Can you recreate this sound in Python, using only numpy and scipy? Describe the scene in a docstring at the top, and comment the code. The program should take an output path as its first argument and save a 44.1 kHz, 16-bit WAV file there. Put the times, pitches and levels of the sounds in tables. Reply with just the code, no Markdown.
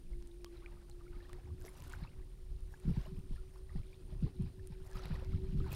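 """A lake shore, one microphone port close to small waves that lap among flooded plants.
The water is patchy noise for wash, hiss and spray, with damped sines for bubbles and cracks for drops;
some of the hiss is wind. Wind also rumbles and flutters on the port; eddies thump it with a slowing swing.
Far off, a boat motor hums as three orders of one shaft, rising slowly in pitch, beside a fainter low hum.
Insects sing in the trees as narrow pulsing noise, over an even hiss of far water and leaves."""
import sys
import numpy as np
from scipy import signal
from scipy.fft import rfft, irfft, next_fast_len
from scipy.io import wavfile
from scipy.ndimage import uniform_filter1d, map_coordinates

SR = 44100
rng = np.random.default_rng(int(sys.argv[2]) if len(sys.argv) > 2 else 0)


def output_pcm(signal):
    """Save a mono or channel-first signal as 16-bit PCM at the path in sys.argv[1].

    Samples are clipped to [-1, 1] before scaling.
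    """
    pcm = np.clip(np.atleast_2d(signal).T, -1, 1) * 32767
    wavfile.write(sys.argv[1], SR, np.round(pcm).astype(np.int16))


N = 253575  # samples


def amp(db):
    """Amplitude of a level in dB."""
    return 10 ** (np.asarray(db) / 20)


def unit(x):
    """x scaled to an rms of 1."""
    return x / np.sqrt(np.mean(x ** 2) + 1e-20)


def curves(rows):
    """One value per sample for each column after the time."""
    s, *columns = np.transpose(rows)
    return [np.interp(np.arange(N) / SR, s, column) for column in columns]


def wobble(rate):
    """A smooth random curve, rate knots a second."""
    knots = rng.standard_normal(int(N * rate / SR) + 4)
    return map_coordinates(knots, [np.arange(N) * rate / SR])


def filtered(x, response):
    """x with its spectrum multiplied by a response of frequency."""
    m = next_fast_len(N + SR // 2)
    spectrum = rfft(x, m) * response(np.fft.rfftfreq(m, 1 / SR))
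    return irfft(spectrum, m)[..., :N]


def rush(spectrum, patchy_db):
    """Coloured noise of rms 1, with random gain in patches of time and frequency."""
    z = signal.stft(rng.standard_normal(N), nperseg=512)[2]
    field = uniform_filter1d(rng.standard_normal(z.shape), size=5, axis=0)
    field = uniform_filter1d(field, size=5, axis=1)
    x = signal.istft(z * amp(patchy_db * unit(field)), nperseg=512)[1][:N]
    f, db = np.transpose(spectrum)
    return unit(filtered(x, lambda hz: amp(np.interp(np.log(hz + 1), np.log(f + 1), db))))


def grains(s, db, hz, cycles, rise, length=1600):
    """Damped sines with a quick start; the pitch climbs by the share rise over the life of each."""
    t = np.arange(length) / SR
    u = t * (hz / np.maximum(cycles, .3))[:, None]  # time in lives
    shape = 2.05 * (1 - np.exp(-14 * u)) * np.exp(-2.5 * u)
    turns = hz[:, None] * t * (1 + np.reshape(rise, (-1, 1)) * (np.minimum(u, 2) - .6) / 2)
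    wave = amp(db)[:, None] * shape * np.sin(2 * np.pi * turns)
    at = np.round(s * SR).astype(int)[:, None] + np.arange(length)
    return np.bincount(at.ravel(), wave.ravel(), N + length)[:N]


def swarm(level_db, low_hz, high_hz, cycles, spread_db, count, length, rise):
    """Chance grains that follow the given level at their moment; a few stand far out."""
    u = rng.random((count, 4))
    s = u[:, 0] * (N - 1) / SR
    db = level_db[(s * SR).astype(int)] - spread_db * np.log(u[:, 1] + 0.01)
    hz = low_hz * (high_hz / low_hz) ** u[:, 2]
    return grains(s, db, hz, cycles * (.5 + u[:, 3]), rise=rise, length=length)


# colour of the far water and leaves: freq_hz, gain_db (relative)
AIR_SPECTRUM = [(150, -120), (250, 4), (500, -4.5), (1000, -29), (2000, -21), (5000, -19.5), (6500, -22.5),
                (12000, -24), (16000, -29), (17000, -120)]
# bands of the insect song: centre_hz, width_hz, gain_db (relative)
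INSECT_BANDS = [(9136, 540, -6.5), (9140, 30, -1), (8780, 62, -8.5)]


def shore():
    """Far water and leaves hiss evenly; insects buzz in a narrow band, pulsing 65 times a second."""
    def song(f):
        return sum(amp(db) / (1 + (2 * (f - c) / w) ** 4) for c, w, db in INSECT_BANDS)

    pulse = 1 + 0.25 * np.sin(2 * np.pi * 65 * np.arange(N) / SR)
    insects = unit(filtered(rng.standard_normal(N), song)) * pulse
    air = amp(-71.5) * rush(AIR_SPECTRUM, patchy_db=0)
    return air + amp(-82.0 + 2.3 * wobble(0.7)) * insects


# strength of the low hum, before its random wavering: time_s, level_db
LOW_HUM_LEVEL = [(0, -74), (1.5, -75), (5.75, -85.5)]


def low_hum():
    """A second, fainter hum wavers around 195 Hz and fades away."""
    phase = 2 * np.pi * 195 * np.arange(N) / SR + 1.4 * wobble(8.1)
    level_db = curves(LOW_HUM_LEVEL)[0] + 4 * wobble(12)
    return amp(level_db) * np.sqrt(2) * np.sin(phase)


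# strength of the far motor, before its fades: time_s, level_db
MOTOR_LEVEL = [(0, -65), (.5, -54), (.8, -66), (.95, -63.5), (1.3, -58), (1.8, -64), (2.5, -69), (3, -61.5),
               (3.6, -65), (4.4, -60), (5.75, -56)]
# pitch of the sixth order of the shaft: time_s, pitch_hz
SIXTH_ORDER_PITCH = [(0, 347), (1.1, 350), (1.45, 363), (1.8, 368), (2.6, 370), (3, 373.5), (4.5, 374.5),
                     (5.75, 378.5)]
# orders that carry to the microphone: shaft_multiple, gain_db (relative)
MOTOR_ORDERS = [(5, -20.5), (6, 0.5), (7, -20.5)]
SCATTER = .75  # scattered over direct sound on the way across the water


def motor():
    """A far engine carries over the water, its sixth order strongest; scattered sound beats with it in fades."""
    shaft = 2 * np.pi * np.cumsum(curves(SIXTH_ORDER_PITCH)[0]) / SR / 6
    paths = 1 + SCATTER * (wobble(20) + 1j * wobble(20))  # direct plus scattered
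    orders = sum(amp(db) * np.exp(1j * (order * shaft + .3 * wobble(21))) for order, db in MOTOR_ORDERS)
    return amp(curves(MOTOR_LEVEL)[0]) * np.imag(paths * orders) / np.sqrt(.5 + SCATTER ** 2)


# slow strength of the wind on the port: time_s, rumble_db, flutter_db
WIND_LEVELS = [(0, -50.5, -65), (.5, -51, -61), (1, -48, -60.5), (1.5, -54, -53), (1.75, -51.5, -55),
               (2.05, -50, -55.5), (2.3, -47, -65.5), (2.7, -47.5, -64), (2.8, -55, -60), (2.95, -47, -59),
               (3.15, -47.5, -50), (3.4, -50.5, -64.5), (3.56, -56, -65), (3.75, -44, -57),
               (3.93, -57.5, -62), (4.05, -45.5, -51), (4.32, -52, -60), (4.55, -51.5, -54),
               (4.9, -48, -60), (5.2, -47.5, -54), (5.45, -43.5, -48), (5.75, -43, -44)]
# eddies that thump the port, also played by eddies(): start_s, level_db, length_s
PORT_EDDIES = [(2.02, -38, 0.017), (2.849, -32.5, 0.023), (2.877, -24.5, 0.019), (2.896, -28, 0.019),
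               (2.919, -59, 0.032), (2.97, -28, 0.014), (3.075, -44, 0.017), (3.115, -38.5, 0.028),
               (3.179, -41, 0.021), (3.309, -35, 0.009), (3.752, -33, 0.021), (4.119, -42.5, 0.022),
               (4.224, -24, 0.022), (4.242, -36, 0.011), (4.395, -26, 0.02), (4.434, -37.5, 0.035),
               (4.699, -41, 0.021), (4.801, -49, 0.024), (4.953, -40.5, 0.017), (5.043, -43, 0.034),
               (5.101, -32, 0.0285), (5.318, -36, 0.022), (5.337, -32, .022), (5.428, -38, 0.015),
               (5.481, -40.5, 0.034), (5.525, -33.5, 0.027), (5.545, -28.5, 0.0261), (5.57, -34, .03),
               (5.589, -38, .046), (5.649, -40.5, 0.043), (5.709, -40, 0.02)]
# colour of the rumble: freq_hz, gain_db (relative)
RUMBLE_SPECTRUM = [(8.8, -33), (15, -3.5), (39, -4), (76, -15.5), (104, -27), (130, -20.5), (170, -32),
                   (290, -120)]
# colour of the flutter and of the air behind an eddy: freq_hz, gain_db (relative)
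FLUTTER_SPECTRUM = [(50, -120), (70, 8.5), (150, -2.5), (220, -11.5), (330, -13), (500, -27), (700, -120)]
LUMPS_DB = 4  # chance lumps of the rumble
SHOVE_DB, SHOVE_S = -14, 0.03  # rumble relative to an eddy's level, and its spread in time


def wind():
    """Lumpy rumble and flutter on the port; every eddy also shoves the rumble up for a moment."""
    rumble_db, flutter_db = curves(WIND_LEVELS)
    t = np.arange(N) / SR
    shoves = sum(amp(db + SHOVE_DB) * np.exp(-((t - s - length) / SHOVE_S) ** 2)
                 for s, db, length in PORT_EDDIES)
    rumble_gain = amp(rumble_db + LUMPS_DB * wobble(12)) + shoves
    rumble = rumble_gain * rush(RUMBLE_SPECTRUM, patchy_db=0.5)
    lumps = amp(2 * wobble(30) + 2.5 * wobble(10))
    return rumble + amp(flutter_db) * unit(lumps * rush(FLUTTER_SPECTRUM, patchy_db=3))


EDDY_HZ = 200.4  # reference pitch: the swing starts at 1.084 of it and slows towards 0.518


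def eddies():
    """Each eddy swings the diaphragm a few times, slowing as it passes, with ragged air behind it."""
    out, t = np.zeros(N + SR), np.arange(SR // 4) / SR
    ragged = np.pad(rush(FLUTTER_SPECTRUM, patchy_db=5.5), (0, SR))
    for s, db, length in PORT_EDDIES:
        u, at = t / max(length, .005), round(s * SR)  # time in eddy lengths, first sample
        turns = np.cumsum(EDDY_HZ * (0.518 + 0.566 * np.exp(-1.2 * u))) / SR
        envelope = (np.e * 1.45 * u * np.exp(-2.2 * u)) ** 0.92
        swing = envelope * np.sin(2 * np.pi * (turns + rng.random()))
        wake = 0.66 * u * np.exp(-1.1 * u) * ragged[at:at + len(t)]
        out[at:at + len(t)] += amp(db) * (swing + wake)
    return out[:N]


# drops on leaves and water: start_s, level_db, pitch_hz (of the ring), depth_db (low part, relative)
DROP_TICKS = [(0.2253, -60, 5620, -4), (0.2735, -54.5, 8500, -23), (.4457, -44.5, 5100, -3),
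              (0.8983, -53.5, 7570, -9.5), (1.2947, -66, 4940, 8), (1.3313, -54, 8400, 2),
              (1.6058, -57, 13200, -18), (1.614, -58.5, 6760, -6), (1.6228, -55, 9100, -17),
              (1.651, -52.5, 6120, -7), (1.663, -63, 9070, 7.5), (1.776, -58, 9200, -16),
              (1.804, -53, 7100, -13), (1.8226, -52, 12300, -5), (1.839, -56, 7330, -12),
              (1.874, -61, 12600, -13), (1.8974, -52.5, 9050, -17), (1.9011, -55, 7240, -16),
              (1.924, -52, 7090, -19), (1.9318, -64, 7050, 12), (2.6069, -61, 9050, -23),
              (2.8005, -57.5, 9000, -8), (3.014, -59, 5550, -12), (3.1928, -61, 9210, -12),
              (4.4226, -57, 9400, -20), (4.6729, -46.5, 9600, -42), (4.721, -68, 9260, -2),
              (4.8755, -61, 9370, -16.5), (4.914, -55, 7410, -17), (4.9322, -56, 5680, -6),
              (4.969, -61, 6000, -4), (5.0219, -64, 6150, 3), (5.056, -53, 11200, 2),
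              (5.0836, -62, 6510, -5), (5.1615, -63, 5500, -1), (5.2474, -54, 5200, -18),
              (5.6735, -71, 5500, -4), (5.7198, -48.5, 10700, -10), (5.7288, -41, 13600, -16)]
TICK_RING_S = 0.00064  # life of the bright ring


def ticks():
    """A drop lands as a broad crack and a short bright ring; heavier drops reach lower as well."""
    s, db, hz, depth_db = np.transpose(DROP_TICKS)
    same = np.ones_like(s)  # one setting for every drop
    ring = grains(s, db + 2.0, hz, hz * TICK_RING_S, rise=0, length=200)
    crack = sum(grains(s, db - 5.0, high_hz * same, 1.1 * same, rise=0, length=200)
                for high_hz in (6500, 9500, 13500))
    deep = sum(grains(s, db + depth_db + 9.5, low_hz * same, 0.3 * same, rise=0, length=200)
               for low_hz in (1100, 2300, 4000))
    return ring + crack + deep


# swells of gurgle, hiss and spray: laps of waves, and some wind hiss that comes with the eddies;
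# levels before the layer trims in water(): crest_s, hold_s, gurgle_db, hiss_db, spray_db
SWELLS = [(0.55, 0.028, -71, -74, -89), (0.634, 0.12, -69.5, -80, -98), (1.003, 0.017, -74, -92, -101),
          (1.137, 0.22, -70, -76, -95), (1.31, 0.18, -73.5, -98, -98), (1.648, 0.03, -65, -71.5, -74.5),
          (1.749, .12, -63.5, -69.5, -75.5), (1.921, 0.017, -60, -67.5, -74.5),
          (1.98, 0.062, -64.5, -70, -94), (2.164, .01, -72.5, -90, -92), (2.714, 0.017, -70.5, -81, -80),
          (2.865, 0.19, -64, -67.5, -80.5), (3.16, 0.035, -76.5, -78, -85),
          (3.328, 0.036, -73.5, -72, -84.5), (3.533, 0.0091, -70.5, -83, -82), (3.7, 0.018, -73, -80, -95),
          (3.766, 0.025, -67.5, -69, -96), (3.86, 0.12, -78, -76.5, -91), (4.11, 0.034, -70.5, -74.5, -95),
          (4.24, 0.028, -69.5, -72, -95), (4.412, 0.064, -74, -73, -99), (4.71, 0.022, -73.5, -73.5, -95),
          (4.795, 0.047, -73, -78, -97), (4.863, 0.04, -64.5, -78, -79),
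          (4.952, 0.045, -59.5, -65.5, -77.5), (5.032, 0.12, -58, -62.5, -79), (5.197, .02, -62, -71, -84),
          (5.324, 0.024, -66, -66, -83), (5.443, 0.21, -70, -70.5, -85), (5.667, .03, -59.5, -70, -94),
          (5.737, .05, -56, -55, -68)]
# calm between the swells, one value each: gurgle_db, hiss_db, spray_db
CALM_LEVELS = [-78, -80, -95.5]
RISE_DB_PER_S, FALL_DB_PER_S = 261, 151


def swells():
    """Gurgle, hiss and spray in dB: each swell rises fast to its crest, holds, and falls back to the calm."""
    t = np.arange(N) / SR
    power = amp(CALM_LEVELS)[:, None] ** 2
    for s, hold, *db in SWELLS:
        rise_db = RISE_DB_PER_S * np.maximum(s - t, 0)
        fall_db = FALL_DB_PER_S * np.maximum(t - s - hold, 0)
        power = power + amp(db)[:, None] ** 2 * amp(-2 * (rise_db + fall_db))
    return 10 * np.log10(power)


# colours of the three noise layers: freq_hz, gain_db (relative)
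WASH_SPECTRUM = [(300, -120), (430, -10), (700, 1.5), (1300, -1), (2000, -3), (2800, -30), (4000, -120)]
HISS_SPECTRUM = [(900, -120), (1500, -22), (2500, -1.5), (4000, 1), (5200, -3.5), (5900, -11), (8000, -120)]
SPRAY_SPECTRUM = [(3000, -120), (5000, 5), (8000, 0), (12000, 0), (16000, -6), (17000, -120)]
# the clearest bubbles: start_s, level_db, pitch_hz, life_cycles
CLEAR_BUBBLES = [(.133, -62.5, 2130, 12), (.314, -61.5, 3750, 17), (.46, -60.5, 3170, 20),
                 (.461, -62, 1126, 29), (.57, -63, 3980, 36), (.623, -65, 1110, 21), (.644, -63, 1520, 19),
                 (.661, -45, 2320, 8.7), (.684, -68, 1160, 19), (.771, -64, 1220, 12), (.891, -68, 816, 28),
                 (.913, -59, 4180, 22), (1.009, -63.5, 1184, 17), (1.066, -61, 1380, 14),
                 (1.079, -62, 2200, 16), (1.13, -60.5, 1460, 11), (1.143, -66.5, 1246, 44),
                 (1.16, -65, 2210, 23), (1.204, -61.5, 1760, 29), (1.225, -66, 1150, 22),
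                 (1.255, -63, 1860, 25), (1.297, -54.5, 1140, 8.7), (1.332, -54.5, 1880, 12),
                 (1.385, -61, 745, 12), (1.472, -62.5, 820, 12), (1.504, -62, 1120, 13),
                 (1.613, -62, 1550, 16), (1.641, -59, 654, 8.7), (1.648, -53, 433, 8),
                 (1.664, -55, 685, 5.9), (1.681, -50, 2090, 10.5), (1.87, -59, 1530, 11),
                 (1.936, -41.5, 1510, 8.7), (2.036, -57.5, 4180, 35), (2.037, -60, 2230, 24),
                 (2.049, -51.5, 1060, 4.6), (2.073, -59.5, 2620, 27), (2.738, -57, 870, 7.6),
                 (2.74, -53, 1640, 14), (2.964, -55, 925, 12), (3.054, -58.5, 2880, 22),
                 (3.06, -53, 614, 9), (3.069, -59.5, 1050, 15), (3.332, -63, 895, 7.3),
                 (3.361, -62, 1760, 20), (3.377, -65.5, 1386, 35), (3.557, -59, 1060, 9.3),
                 (3.694, -58.5, 1900, 12), (3.703, -61.5, 1190, 12), (3.758, -57.5, 770, 6.6),
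                 (3.759, -62.5, 1840, 16), (3.93, -59, 2380, 18), (3.944, -60.5, 3600, 14),
                 (4.124, -59, 610, 12), (4.265, -60, 1060, 11), (4.278, -61, 800, 12),
                 (4.595, -62, 1740, 16), (4.721, -63, 870, 16), (4.921, -60, 1690, 36),
                 (4.954, -52, 1260, 21), (4.97, -55.5, 4700, 25), (4.993, -53.5, 1320, 23),
                 (5.029, -57, 738, 8.1), (5.037, -58, 4600, 41), (5.056, -51.5, 3930, 14),
                 (5.106, -59, 1220, 10), (5.117, -57, 1790, 19), (5.155, -52.5, 1920, 23),
                 (5.223, -51.5, 530, 9.2), (5.334, -59, 1310, 14), (5.603, -54.5, 1266, 18),
                 (5.642, -58, 1490, 21), (5.663, -50.5, 984, 13), (5.679, -54.5, 850, 12),
                 (5.705, -69, 1980, 12), (5.716, -53, 2520, 36)]
BUBBLE_CLIMB = 0.06  # share by which the pitch climbs over a life


def water():
    """Wash, hiss (some of it wind) and spray are thin noise under swarms of small bubbles and droplets."""
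    wash_db, hiss_db, spray_db = swells()
    slosh = wobble(45)  # one random curve moves all three layers at once
    wash_db = wash_db + 1.4 * slosh
    hiss_db = hiss_db + 1.2 * slosh
    spray_db = spray_db + 1.5 * slosh
    wash = amp(wash_db - 7) * rush(WASH_SPECTRUM, patchy_db=2)
    hiss = amp(hiss_db - 4) * rush(HISS_SPECTRUM, patchy_db=1.5)
    spray = amp(spray_db + 2.5 + 3.9 * wobble(150)) * rush(SPRAY_SPECTRUM, patchy_db=5)
    gurgle = swarm(wash_db - 6.5, 488.0, 2590, cycles=7.47, spread_db=2.0,
                   count=3000, length=1000, rise=0.33)
    froth = swarm(hiss_db - 7.5, 2180, 5250, cycles=11.1, spread_db=4,
                  count=3000, length=400, rise=0.14)
    droplets = swarm(spray_db + 6.5, 7400, 11600, cycles=3.9, spread_db=4.5,
                     count=1400, length=60, rise=0)
    pings = swarm(wash_db - 4, 847, 2796, cycles=16.2, spread_db=2.0,
                  count=600, length=1600, rise=.2)
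    bubbles = grains(*np.transpose(CLEAR_BUBBLES), rise=BUBBLE_CLIMB)
    return wash + hiss + spray + pings + gurgle + froth + droplets + bubbles


def scene():
    """All sources from the far shore to the near water, summed at the one port."""
    return (shore() + low_hum() + motor() + wind() + eddies() + ticks() + water())[None]


TOP_HZ = 15800  # band limit


def record(dry):
    """The recorder keeps nothing at or above its band limit."""
    return filtered(dry, lambda hz: hz < TOP_HZ)


dry = scene()
out = record(dry)
output_pcm(out)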